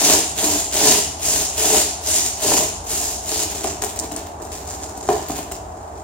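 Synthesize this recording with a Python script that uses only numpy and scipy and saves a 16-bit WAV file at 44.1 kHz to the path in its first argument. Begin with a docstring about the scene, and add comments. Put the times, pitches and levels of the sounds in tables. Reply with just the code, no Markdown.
"""A handsaw is drawn to and fro, close by, through hardened foam on a plywood board in a workshop.
Grains stand for the foam cells its teeth burst; shaped grains tear, ring the blade and shake the board.
Then the offcut is pulled off, dragged, snapped and dropped: scuffing grains, cracks and ringing knocks.
Noise tails give the room, shaped noise a far machine's rumble; two close ports sit in a small housing."""
import sys
import numpy as np
from scipy import signal
from scipy.fft import rfft, irfft, next_fast_len
from scipy.io import wavfile

SR = 44100
rng = np.random.default_rng(int(sys.argv[2]) if len(sys.argv) > 2 else 0)


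def store_pcm(level_fs):
    """Save levels as 16-bit WAV."""
    pcm = np.round(np.clip(level_fs, -1, 1) * 32767).astype(np.int16)
    wavfile.write(sys.argv[1], SR, np.atleast_2d(pcm).T)


N = 265923
TIME = np.arange(N) / SR   # s
SIZE = next_fast_len(N + SR)   # transform length, with a second to spare for the reverberation
HZ = np.maximum(np.fft.rfftfreq(SIZE, 1 / SR), 1)

# coarse shreds of foam tearing: f/Hz, relative level/dB per Hz
TEARING = [(500, -64), (1200, -6.5), (2500, -1), (4000, -1.5), (7000, -7)]
# fizz at the top of the treble: f/Hz, relative level/dB per Hz
FIZZ = [(6000, -4), (10000, 1.5), (13000, 0), (16500, -5)]
# foam and sleeve scuff the wood: t/s, length/s, level/dB, level at the end/dB re start,
# coarse part/dB re scuff, top fizz/dB re scuff
SCUFFS = [(3.494, 0.12, -36, -4, 0, -4), (3.631, 0.15, -30, -17.5, -2, -22),
          (3.816, 0.092, -32, -13.5, 1, 1), (3.956, 0.1, -42.5, -2.5, 1.5, -10),
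          (4.112, 0.025, -35.5, -14, 4, -10), (4.164, 0.062, -39, -10, 5, -14),
          (4.417, 0.1, -47.5, -6, -6, -1), (4.514, 0.11, -41.5, -7, 0, -2),
          (4.669, 0.23, -38.5, -9, -9, -4), (4.96, .11, -45.5, 3, -14, -7), (5.084, 0.13, -35, -7, 1, -28),
          (5.28, 0.12, -42, -1, 3, -1), (5.512, 0.093, -38, -18, -1, -14)]


def saw():
    """Fine cells burst, coarse shreds tear and ring the blade, and the uneven bite shakes the board."""
    # bursting cells: f/Hz, relative level/dB per Hz
    cell_spectrum = [(1500, -45), (3000, -15.5), (5000, -1.5), (7000, -1.5), (10000, -7), (16000, -31)]
    # blade modes: f/Hz, width/Hz, middle gain/dB
    blade_modes = [(1920, 45, -9), (2050, 81, -33), (2660, 51, -31), (2884, 220, -11), (3360, 350, -16.5)]
    burst_gain, tear_gain, shake_gain, deep_gain, fizz_gain = strokes()
    bite = amp(1.2 * drift(40) + 1.8 * drift(250))
    cells = colour(spread(9000, 3.5), cell_spectrum)
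    cells = rms_one(patchy(cells, patch_db=1.6, rate_hz=7))
    shreds = colour(spread(3000, 1.2), TEARING)
    blade = 0
    for hz, width_hz, db in blade_modes:
        # the bending blade favours now one mode, now another
        blade = blade + amp(db + 3.6 * drift(7.1)) * resonance(shreds, hz, width_hz)
    tearing = rms_one(shreds + blade)
    fizz = colour(spread(9000, 0.64), FIZZ)
    deep, upper = board(grains(1500, 4.15))
    foam = burst_gain * cells + tear_gain * tearing + fizz_gain * fizz
    shake = shake_gain * rms_one(upper) + deep_gain * rms_one(deep)
    return bite * (foam + shake)


def strokes():
    """Gains of five layers: each stroke bites, swells, fades and lets go; layers follow the effort unevenly."""
    # push and pull in turn: t/s, bite/s, swell/s, fade/s, cell level at the crest/dB,
    # effort at the first bite/dB re crest, effort at the end of the stroke/dB re crest,
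    # then level at the crest/dB re cells: coarse tearing, board shake, deep board shake, top fizz
    stroke_table = [(-0.06, 0.044, 0.15, 0.041, -16.5, -4, -5.5, -3, 0, -4, -8),
                    (0.344, 0.042, 0.041, 0.15, -25, -0.5, 0.5, -3, -1.5, -6.5, -4.5),
                    (0.709, 0.023, 0.15, 0.078, -16, -9, -5, -2, 1.5, -5.5, -14),
                    (1.185, 0.046, 0.13, 0.053, -23, -4, -1, -4, -6, -11, -6),
                    (1.529, 0.057, 0.15, 0.071, -19, -6, -3, -3.5, 0.5, -7.5, -6.5),
                    (2.009, 0.066, 0.084, 0.11, -22, -3, -5, -5.5, -8.5, -16.5, -7),
                    (2.375, 0.061, 0.14, 0.063, -20, -4.5, -7, -5, 0.5, -6, -6.5),
                    (2.84, .07, 0.014, 0.21, -27, 0.5, -5, -8, -6.5, -14, -3),
                    (3.215, 0.079, 0.13, 0.053, -25, -3.5, -10, -6, -5, -10, -6)]
    # extra level per effort/dB per dB: cells, tearing, shake, deep shake, fizz
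    steepness = [0.26, -0.18, 0.65, 0.96, -0.00061]
    # added fall once the stroke ends/dB per s: same five layers
    extra_fall = [-22, 83, 150, 150, 186]
    bite_from_db, let_go_db_per_s = -16.5, 95   # effort: the teeth catch; the blade slows to a halt
    power = np.zeros((5, N))
    for s, bite_s, swell_s, fade_s, db, bite_db, end_db, *mix_db in stroke_table:
        corners = s + np.cumsum(np.maximum([0, bite_s, swell_s, fade_s], .001))
        after = np.maximum(TIME - corners[-1], 0)
        effort = np.interp(TIME, corners, [bite_db + bite_from_db, bite_db, 0, end_db])
        effort = effort - let_go_db_per_s * after
        layer_db = db + np.c_[[0, *mix_db]] + (1 + np.c_[steepness]) * effort
        layer_db = layer_db - np.c_[extra_fall] * after
        power += amp(layer_db) ** 2 * (TIME >= s)
    return np.sqrt(power)


def spread(per_s, spread_db):
    """Grains from all along the cut: partly shared, partly different at the two ports."""
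    scatter = .45   # share of the grains that each port hears on its own
    own = np.array([grains(per_s * scatter, spread_db), grains(per_s * scatter, spread_db)])
    return grains(per_s * (1 - scatter), spread_db) + own


def grains(per_s, spread_db):
    """Random clicks of uneven size and either sign."""
    sizes = amp(spread_db * np.minimum(rng.exponential(1, N), 5))
    signs = rng.choice([-1, 1], N)
    return sizes * signs * (rng.random(N) < per_s / SR)


def patchy(x, patch_db, rate_hz):
    """The colour shifts as harder and softer foam passes: each band swells on its own."""
    # band edges: f/Hz
    edges = [800, 3500, 5000, 6500, 8000, 10500, 17000]
    out = 0
    for k, edges_hz in enumerate(zip(edges, edges[1:])):
        band = signal.sosfilt(signal.butter(2, edges_hz, "band", fs=SR, output="sos"), x)
        out = out + (-1) ** k * amp(patch_db * drift(rate_hz)) * band   # signs alternate so bands join
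    return out


def board(force):
    """The plywood rings in broad modes, signs alternating; returns the deep and the upper modes."""
    # plywood modes: f/Hz, width/Hz, gain/dB
    board_modes = [(149.6, 12.5, -3.5), (214.6, 31, -5.5), (303, 33, 3.5), (356, 49, -0.5),
                   (429.4, 38, 6.5), (611, 87, 3), (701, 85, 2), (810, 65, -2.5), (972, 70, -3.5),
                   (1510, 540, -26), (1760, 56, -12.5)]
    force = signal.sosfilt(signal.butter(2, 110, "high", fs=SR, output="sos"), force)
    rings = []
    for k, (hz, width_hz, db) in enumerate(board_modes):
        rings.append((-1) ** k * amp(db) * resonance(force, hz, width_hz))
    rings = np.array(rings)
    deep = np.array(board_modes)[:, 0] < 340   # Hz
    return rings[deep].sum(axis=0), rings[~deep].sum(axis=0)


def resonance(x, hz, width_hz):
    """One mode as a two-pole filter, gain about 1 on top."""
    r = np.exp(-np.pi * width_hz / SR)
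    poles = [1, -2 * r * np.cos(2 * np.pi * hz / SR), r * r]
    return signal.lfilter([1 - r, 0, r - 1], poles, x + 1e-18)


def snaps():
    """A single crack followed by a short crumble, in a dull, a bright and a top part; stereo."""
    # foam snaps: t/s, peak level of the bright part/dB, dull part gain/dB, top part gain/dB, left-right/dB
    snap_table = [(3.6425, -8, -0.5, -12, -4), (3.6499, -20, -16, -11, 12), (3.824, -19, -20, -8, 8),
                  (3.838, -10, -2, -11, 11), (3.846, -14.5, -14, -1, 21), (3.961, -18, -6, -3, 7),
                  (3.9905, -11, -25, -20, 15), (3.998, -9.5, -29, -7, -13), (4.1203, -18, -16, -9, 10),
                  (4.163, -10, -10, -13, 7), (4.4204, -23, -19, -8, -12), (4.451, -29, -22, -9, 15),
                  (4.5296, -17.5, -11, -13, 6), (4.6745, -24, -23, -11, 16), (4.7002, -19, -17, -11, 1.5),
                  (4.8913, -27, -20, -6, 7), (4.9761, -20, -16, -8, 4.5), (5.091, -19, 5, -11, -6),
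                  (5.2858, -22, -14, 5, 7), (5.299, -29, -3, -14, 6), (5.3665, -16, -12, -2, -6),
                  (5.3898, -22, 4, -14, 13), (5.517, -25, 3, 2, 2), (5.5203, -14.5, -3.5, -6, -11.5)]
    crumble_db, crumble_t60_s = -17, .02   # crumble noise at its start re the raw crack; its decay
    out, after = np.zeros((2, N + SR)), np.arange(SR // 8) / SR
    noise = rng.standard_normal((len(snap_table), len(after)))
    bands_hz = [1500, 5000], [5000, 10000], [10000, 17000]
    filters = [signal.butter(2, edges_hz, "band", fs=SR, output="sos") for edges_hz in bands_hz]
    for (s, db, dull_db, top_db, pan_db), crumble in zip(snap_table, noise):
        burst = amp(crumble_db - 60 * after / crumble_t60_s) * crumble
        burst[0] = 1   # the crack itself
        dull, bright, top = (signal.sosfilt(part, burst) for part in filters)
        burst = (amp(dull_db) * dull + bright + amp(top_db) * top) / np.abs(bright).max()
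        at = round(s * SR)
        sides_db = db + np.array([[pan_db], [-pan_db]]) / 2
        out[:, at:at + len(after)] += amp(sides_db) * burst
    return out[:, :N]


def knocks():
    """A rounded push thumps and sets the board's modes ringing; a shudder follows as the piece settles."""
    # knocks on the board: t/s, peak level/dB, deep modes gain/dB, shudder/dB re peak
    knock_table = [(3.646, -9, -4, -22), (3.836, -11, -3.5, -26), (4.001, -27, 4, -1), (4.117, -21, 6, -9),
                   (4.16, -27, 3, -8), (4.4, -25, -5, -5), (5.089, 0.5, -8, -15), (5.299, -11.5, 7, -24),
                   (5.387, -17.5, -1, -20), (5.515, -19.5, -4, -19)]
    shudder_rise_s, shudder_t60_s = 0.0095, 0.37
    out, after = np.zeros(N), np.arange(SR // 3) / SR
    noise = rng.standard_normal((len(knock_table), len(after)))
    push = after * np.exp(-2 * np.pi * 1100 * after)
    push = push / push.max()
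    thump = 1.55 * resonance(resonance(push, 566, 470), 620, 400)   # steep skirts: a dull, round blow
    for (s, db, deep_db, shudder_db), jitter in zip(knock_table, noise):
        deep, upper = board(push)
        rung = thump + amp(deep_db) * deep + upper
        deep, upper = board(jitter)
        swell = np.clip(after / shudder_rise_s, 0, 1) * amp(shudder_db - 60 * after / shudder_t60_s)
        shudder = swell * rms_one(amp(deep_db) * deep + upper)
        at = round(s * SR)
        out[at:at + len(after)] += amp(db) * (rung / np.abs(rung).max() + shudder)
    return out


def rustle():
    """Sparser, crisper grains and stray ticks as foam slides over wood, with the board shaking under it."""
    # foam brushing wood: f/Hz, relative level/dB per Hz
    brush_spectrum = [(1500, -1.5), (3000, -6.5), (5000, 0.5), (7000, 4), (10000, -6.5), (16000, -34)]
    shake_db, shake_at_db, shake_follows = -43, -47.5, 0.68   # board level at that scuff level; share of its swing
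    fine_gain, coarse_gain, fizz_gain = scuffs()
    brush = colour(spread(3000, 4.5), brush_spectrum)
    ticks = amp(-2.5) * colour(spread(60, 1.3), brush_spectrum)
    shreds = colour(spread(1500, 1.1), TEARING)
    fizz = colour(spread(3000, 4.5), FIZZ)
    shake_gain = amp(shake_db) * (fine_gain / amp(shake_at_db)) ** shake_follows
    shake_gain = shake_gain * (TIME > SCUFFS[0][0])
    shake = rms_one(sum(board(grains(600, 3.2))))
    clumps = amp(2.5 * drift(40))
    scuffing = fine_gain * (brush + ticks) + coarse_gain * shreds + fizz_gain * fizz
    return clumps * (scuffing + shake_gain * shake)


def scuffs():
    """Fine, coarse and top gains: each scuff starts fast, changes level and dies, over a faint idle rustle."""
    attack_s, dies_db_per_s, idle_db = 0.0054, 156, -57
    idle = amp(idle_db + np.c_[[0, -2, -22]])
    power = idle ** 2 * (TIME > SCUFFS[0][0]) + 1e-12
    for s, length_s, db, end_db, *mix_db in SCUFFS:
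        since = TIME - s
        sag_db = end_db * np.clip(since / length_s, 0, 1)
        sag_db = sag_db - dies_db_per_s * np.maximum(since - length_s, 0)
        gain = amp(db + np.c_[[0, *mix_db]] + sag_db) * np.clip(since / attack_s, 0, 1)
        power = power + gain ** 2
    return np.sqrt(power)


def workshop(x, count=6):
    """Reverberation: diffuse noise that dies band by band; the echo pattern shifts as the hands move."""
    # reverberation time: f/Hz, T60/s
    room_t60 = [(100, 0.95), (500, 0.15), (2000, 0.82), (7000, 0.25), (14000, 0.11)]
    room_db, onset_s = -4, 0.0037   # silent up to the onset, full at twice that
    after, tails = np.arange(SR) / SR, 0
    edges = 60 * 2. ** np.arange(9)   # octave bands, Hz
    white = rng.standard_normal((count, 2, SR))
    for low, high in zip(edges, edges[1:]):
        band = signal.sosfilt(signal.butter(1, [low, high], "band", fs=SR, output="sos"), white)
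        t60 = at_hz(room_t60, np.sqrt(low * high))
        tails = tails + band * amp(-60 * after / t60) / np.sqrt(t60)
    tails = tails * np.clip(after / onset_s - 1, 0, 1)
    tails = tails / np.sqrt(np.sum(tails ** 2) / 2 / count)
    # drifting shares of the sound feed the tails, at constant total power
    shares = np.array([drift(3.6) for tail in tails])
    shares = shares / np.sqrt(np.sum(shares ** 2, axis=0))
    out = sum(rfft(x * share, SIZE) * diffuse(tail) for share, tail in zip(shares, tails))
    return amp(room_db) * irfft(out, SIZE)[:, :N]


def rumble():
    """A far machine fills the room: diffuse shaped noise whose level wavers a little."""
    # machine rumble: f/Hz, relative level/dB per Hz
    rumble_spectrum = [(20, -45), (35, -37), (50, -2.5), (66, 0), (79, 3.5), (95, -2), (115, -14),
                       (250, -13), (450, -6), (740, -1.5), (1100, -13.5), (1700, -25), (3500, -46),
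                       (9000, -43), (15500, -57)]
    noise = irfft(diffuse(rng.standard_normal((2, SIZE))), SIZE)
    return amp(-31 + 0.12 * drift(20.0)) * colour(noise, rumble_spectrum)


def diffuse(white):
    """Spectra of two noises mixed to left and right: alike in the bass, less so higher up."""
    # diffuse sound at the two ports: f/Hz, left-right likeness (1 = same, 0 = unrelated, below 0 = opposed)
    likeness = [(60, 1), (250, 0.92), (600, 0.62), (1200, -0.35), (3000, 0.21), (6000, -0.04),
                (12000, 0.64)]
    alike = np.clip(at_hz(likeness, HZ), -1, 1)
    mid, side = rfft(white, SIZE) * np.sqrt([1 + alike, 1 - alike])
    return np.array([mid + side, mid - side]) / np.sqrt(2)


def amp(db):
    """Decibels to gain."""
    return 10 ** (np.asarray(db) / 20)


def rms_one(x):
    """Scale to rms 1."""
    return x / np.sqrt(np.mean(x ** 2) + 1e-20)


def at_hz(points, hz):
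    """Read a table on a log-frequency axis."""
    table_hz, values = np.array(points).T
    return np.interp(np.log(hz), np.log(table_hz), values)


def colour(x, spectrum):
    """Noise or grains shaped by a spectrum; rms 1."""
    shaped = rfft(x, SIZE) * amp(at_hz(spectrum, HZ))
    return rms_one(irfft(shaped, SIZE)[..., :N])


def drift(rate_hz):
    """Slow chance of spread 1: noise through a two-pole low-pass."""
    r = np.exp(-2 * np.pi * rate_hz / SR)
    noise = rng.standard_normal(N + SR)
    return rms_one(signal.lfilter([1], [1, -2 * r, r * r], noise)[SR:])


def scene():
    """Direct sound reaches the left port first; the room follows, less for the snaps aimed at the ports."""
    port_lag_s = .00006
    work, cracks = saw() + rustle() + knocks(), snaps()
    lag = np.exp(-2j * np.pi * HZ * port_lag_s * np.array([[0], [1]]))
    direct = irfft(rfft(work + cracks, SIZE) * lag, SIZE)[:, :N]
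    into_room = (work + amp(-3.0) * cracks).mean(axis=0)
    return direct + workshop(into_room) + rumble()


def record(dry):
    """The housing colours each port, peaks are rounded, the top is cut."""
    # housing resonances and dips: f/Hz, width/Hz, left gain/dB, right gain/dB
    housing = [(518, 70.5, -17, -16.5), (7220, 1790, 6.5, 8), (7830, 170, -21.5, 1),
               (8470, 1500, 7.5, -1.5)]
    out = dry.copy()
    for hz, width_hz, *db in housing:
        w = 2 * np.pi * hz / SR
        a = np.sin(w) * width_hz / hz / 2
        turn = -2 * np.cos(w)
        for side, g in enumerate(amp(np.array(db) / 2)):
            out[side] = signal.lfilter([1 + a * g, turn, 1 - a * g], [1 + a / g, turn, 1 - a / g], out[side])
    out = 1.187 * np.tanh(out / 1.23)
    cutoff_hz = 15850
    return signal.sosfilt(signal.ellip(14, .5, 75, cutoff_hz, fs=SR, output="sos"), out)


dry = scene()
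out = record(dry)
store_pcm(out)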